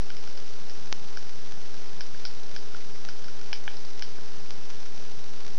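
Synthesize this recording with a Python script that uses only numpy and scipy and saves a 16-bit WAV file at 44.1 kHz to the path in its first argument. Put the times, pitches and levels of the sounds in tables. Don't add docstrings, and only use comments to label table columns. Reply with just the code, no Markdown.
import sys
import numpy as np
from scipy import signal
from scipy.fft import rfft, irfft, next_fast_len
from scipy.io import wavfile

SR = 44100
rng = np.random.default_rng(int(sys.argv[2]) if len(sys.argv) > 2 else 0)


def attenuation_scalar(level_db):
    decades = np.asarray(level_db, float) / 20
    return 10 ** decades


def wav_record(signal):
    frames = np.transpose(np.atleast_2d(signal))
    bounded = np.clip(frames, -1, 1)
    quanta = np.round(bounded * 32767).astype(np.int16)
    wavfile.write(sys.argv[1], SR, quanta)


N = 246412

# f/Hz, density/dB per Hz
HISS_SPECTRUM = [(20, -18.5), (50, -5.5), (100, 3.5), (200, -4), (400, -3), (800, -5.5), (1200, -7),
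                 (1550, -5), (2200, -10), (3500, -9.5), (5300, -4), (6200, -8), (13000, -18.5)]
HISS_DB = -48.5

FAN_HZ, MAINS_HZ, BUS_HZ = 24.955, 60.01, 999.9
# multiple of FAN_HZ, level/dB rms
FAN_LINES = [(4, -73), (5, -68), (6, -66), (7, -69), (8, -68), (14, -73.5), (15, -71.5), (16, -59),
             (17, -60), (18, -68.3), (19, -70.5), (33, -63), (49, -68.5)]
# multiple of MAINS_HZ, level/dB rms
MAINS_LINES = [(3, -61.5), (5, -64)]
# fan multiples below BUS_HZ, level/dB rms
BUS_LINES = [(0, -69), (16, -69), (17, -67.5)]
# f/Hz, level/dB rms
STRAY_LINES = [(72.3, -75), (237.2, -69.5), (6049.8, -67.6)]
SWAY_DB, SWAY_HZ = 1.0, 0.777

CRACKLE_PER_S, CRACKLE_DB, CRACKLE_SPREAD_DB, CRACKLE_TOP_DB = 420, -41, 2.4, -31
# t/s, peak/dB
SPARKS = [(0.2385, -29), (0.927, -8.4), (1.0871, -28.7), (1.2273, -27.9), (1.2947, -26.8), (1.5223, -25),
          (2.5156, -29), (3.0509, -21), (4.5071, -20.1), (4.7027, -28), (4.7091, -27.9), (4.9784, -28.4),
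          (5.2429, -28.2), (5.466, -26.9), (5.4804, -25.7)]
# t/s, peak/dB
SWING = (3.9952, -27.5)
SPIKE_BAND_HZ = 6600

# t/s, shell level/dB, shell f/Hz, lid level/dB, dome level/dB
KEY_SNAPS = [(0.1029, -36, 1520, -37, -37), (0.168, -60, 1520, -42, -34), (0.2754, -42.5, 1440, -44.5, -36),
             (0.3755, -54, 1490, -44, -34.5), (0.697, -43, 1730, -46, -33),
             (1.172, -30.5, 1520, -40.5, -31), (2.0077, -32.5, 1590, -35.5, -26.5),
             (2.1463, -39.5, 1600, -51, -48), (2.2521, -35.5, 1450, -34, -22.5),
             (2.563, -32.5, 1600, -35.5, -28), (2.7464, -34, 1426, -45, -41),
             (3.0874, -32.5, 1510, -40.5, -30.5), (3.2425, -41.5, 1550, -47, -34),
             (3.283, -39.5, 1460, -43, -37), (3.4138, -43.5, 1460, -47, -39),
             (3.5298, -29, 1630, -23.5, -22.5), (3.6785, -25.5, 1625, -28.5, -46),
             (3.7688, -50, 1460, -54, -33.5), (4.0229, -32.5, 1620, -31, -25.5)]
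# rise/share of length, level/dB
SHELL_RING = (0.54, 0.5)
# f/Hz, rise/s, length/s, level/dB, crest/s
LID_MODES = [(1130, .0003, .0011, -8, .0003), (2330, .0003, .0018, 0, .0003),
             (3080, .0004, .0019, -1, .0003)]
# f/Hz, rise/s, length/s, level/dB, crest/s
DOME_MODES = [(4050, .0004, .001, -12, .0004), (4600, .0009, .0026, -9, .0005),
              (5200, .0006, .0011, 0, .0006)]
# rise/s, length/s, level/dB
GRIP_RING = (0.00052, 0.0023, -10.5)
DETUNE_SHARE = 0.02
RING_S, RING_HZ, CHOKE_POWER = 0.0032, 1520, 3.1
RELEASE_RISE_SHARE = 0.2

# delay/s, level/dB
ECHOES = [(.0034, -19), (.0097, -10), (.0116, -16), (.0175, -18), (.0249, -14), (.0267, -20), (.0340, -22)]
TAIL_DB, TAIL_T60_S = -27.5, 0.2
WALL_LOW_HZ, WALL_TOP_HZ, SCATTER_S = 3600, 6200, 0.00015

# t/s, f/Hz, half length/s, level/dB
CREAKS = [
    (0.38, 551, 0.058, -53),
    (0.708, 776, .04, -58),
]

# t/s, level/dB, contact/s
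THUD = (4.1858, -32, .00025)
# f/Hz, rise/s, length/s, level/dB
KNOCK = (1500, .001, .003, -43)

# edge f/Hz, gain/dB
TREBLE_STEPS = [(6280, -9), (7150, -36.5), (8200, -84)]
# edge f/Hz, level/dB
RESIDUE_STEPS = [(7150, -86), (8200, -88.5), (9330, -74), (10720, -102), (11320, -87), (11700, -90),
                 (12000, -140)]
CONVERTER_OFFSET = -0.1775


def shape(x, gain):
    size = next_fast_len(len(x) + SR // 10)
    hz = np.arange(size // 2 + 1) * SR / size
    return irfft(rfft(x, size) * gain(hz), size)[:len(x)]


def hiss():
    hz, db = np.transpose(HISS_SPECTRUM)

    def colour(f):
        return attenuation_scalar(np.interp(np.log(f + 1), np.log(hz), db))

    return attenuation_scalar(HISS_DB + 10) * shape(rng.standard_normal(N), colour)


def hum():
    t = np.arange(N) / SR
    lines = [(k * FAN_HZ, db) for k, db in FAN_LINES]
    lines += [(k * MAINS_HZ, db) for k, db in MAINS_LINES]
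    lines += [(BUS_HZ - k * FAN_HZ, db) for k, db in BUS_LINES]
    lines += STRAY_LINES
    out = np.zeros(N)
    for hz, rms_db in lines:
        pace, sway_phase, phase = rng.random(3)
        sway_db = SWAY_DB * np.sin(2 * np.pi * ((1 + pace) * SWAY_HZ * t + sway_phase))
        out += np.sqrt(2) * attenuation_scalar(rms_db + sway_db) * np.sin(2 * np.pi * (hz * t + phase))
    return out


def crackle():
    hit, size = rng.random((2, N))
    bed_db = np.minimum(CRACKLE_DB - CRACKLE_SPREAD_DB * np.log(1 - size), CRACKLE_TOP_DB)
    out = attenuation_scalar(bed_db) * (hit < CRACKLE_PER_S / SR)
    for s, peak_db in SPARKS:
        out[int(round(s * SR))] = attenuation_scalar(peak_db)
    swing_s, swing_db = SWING
    i = int(swing_s * SR)
    out[i - 2] = -attenuation_scalar(swing_db)
    out[i + 2] = attenuation_scalar(swing_db)
    return (out - out.mean()) * SR / (2 * SPIKE_BAND_HZ)


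def ring(hz, rise_s, length_s, db, crest_s=0.00031):
    t = np.arange(SR // 40) / SR
    swell = (1 - np.exp(-t / abs(rise_s))) * np.exp(-(t / length_s) ** 3)
    return attenuation_scalar(db) * swell / swell.max() * np.cos(2 * np.pi * hz * (t - crest_s))


def keys():
    out = np.zeros(N + SR)
    rise_share, trim_db = SHELL_RING
    for s, shell_db, shell_hz, lid_db, dome_db in KEY_SNAPS:
        is_press = dome_db > shell_db - 13
        way, quick = (-1, 1) if is_press else (1, RELEASE_RISE_SHARE)
        length_s = RING_S * (RING_HZ / shell_hz) ** CHOKE_POWER
        snap = ring(shell_hz, quick * rise_share * length_s, length_s, shell_db + trim_db)
        snap += attenuation_scalar(shell_db) * ring(shell_hz / 2, *GRIP_RING)
        for part_db, modes in [(lid_db, LID_MODES), (dome_db, DOME_MODES)]:
            for hz, rise_s, length_s, db, crest_s in modes:
                mode_hz = hz * (1 + DETUNE_SHARE * rng.standard_normal())
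                snap += attenuation_scalar(part_db) * ring(mode_hz, quick * rise_s, length_s, db, crest_s)
        i = int(s * SR)
        out[i:i + len(snap)] += way * snap
    return out[:N]


def walls(x):
    t = np.arange(SR // 4) / SR
    echo = attenuation_scalar(TAIL_DB) * attenuation_scalar(-60 * t / TAIL_T60_S) * (t > 0.002)
    for delay_s, db in ECHOES:
        smear = np.exp(-((t - delay_s) / SCATTER_S) ** 2)
        echo += attenuation_scalar(db) * smear / np.sqrt(SCATTER_S * SR)
    wet = signal.fftconvolve(x, echo * rng.standard_normal(len(t)))[:N]

    def reflect(f):
        return f ** 2 / (f ** 2 + WALL_LOW_HZ ** 2) / np.sqrt(1 + (f / WALL_TOP_HZ) ** 8)

    return shape(wet, reflect)


def creaks():
    t = np.arange(N) / SR
    out = np.zeros(N)
    for s, hz, half_s, db in CREAKS:
        out += attenuation_scalar(db) * np.exp(-((t - s) / half_s) ** 2) * np.sin(2 * np.pi * hz * t)
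    return out


def fingertip():
    t = np.arange(N) / SR
    s, db, contact_s = THUD
    out = attenuation_scalar(db) * np.exp(-((t - s) / contact_s) ** 2)
    knock = ring(*KNOCK)
    i = int((s + contact_s) * SR)
    out[i:i + len(knock)] += knock
    return out


def scene():
    noise = hiss() + hum() + crackle()
    pressed = keys()
    return (noise + pressed + walls(pressed) + creaks() + fingertip())[None, :]


def stairs(table, under_gain):
    edge_hz, db = np.transpose(table)
    gains = np.append(under_gain, attenuation_scalar(db))
    return lambda f: gains[np.searchsorted(edge_hz, f)]


def roll_off(x):
    return signal.sosfilt(signal.butter(12, 12000, fs=SR, output="sos"), x)


def record(dry):
    stepped = shape(dry[0], stairs(TREBLE_STEPS, under_gain=1))
    residue = shape(rng.standard_normal(N), stairs(RESIDUE_STEPS, under_gain=0))
    mix = (stepped + residue + CONVERTER_OFFSET)[None, :]
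    return roll_off(mix)


dry = scene()
out = record(dry)
wav_record(out)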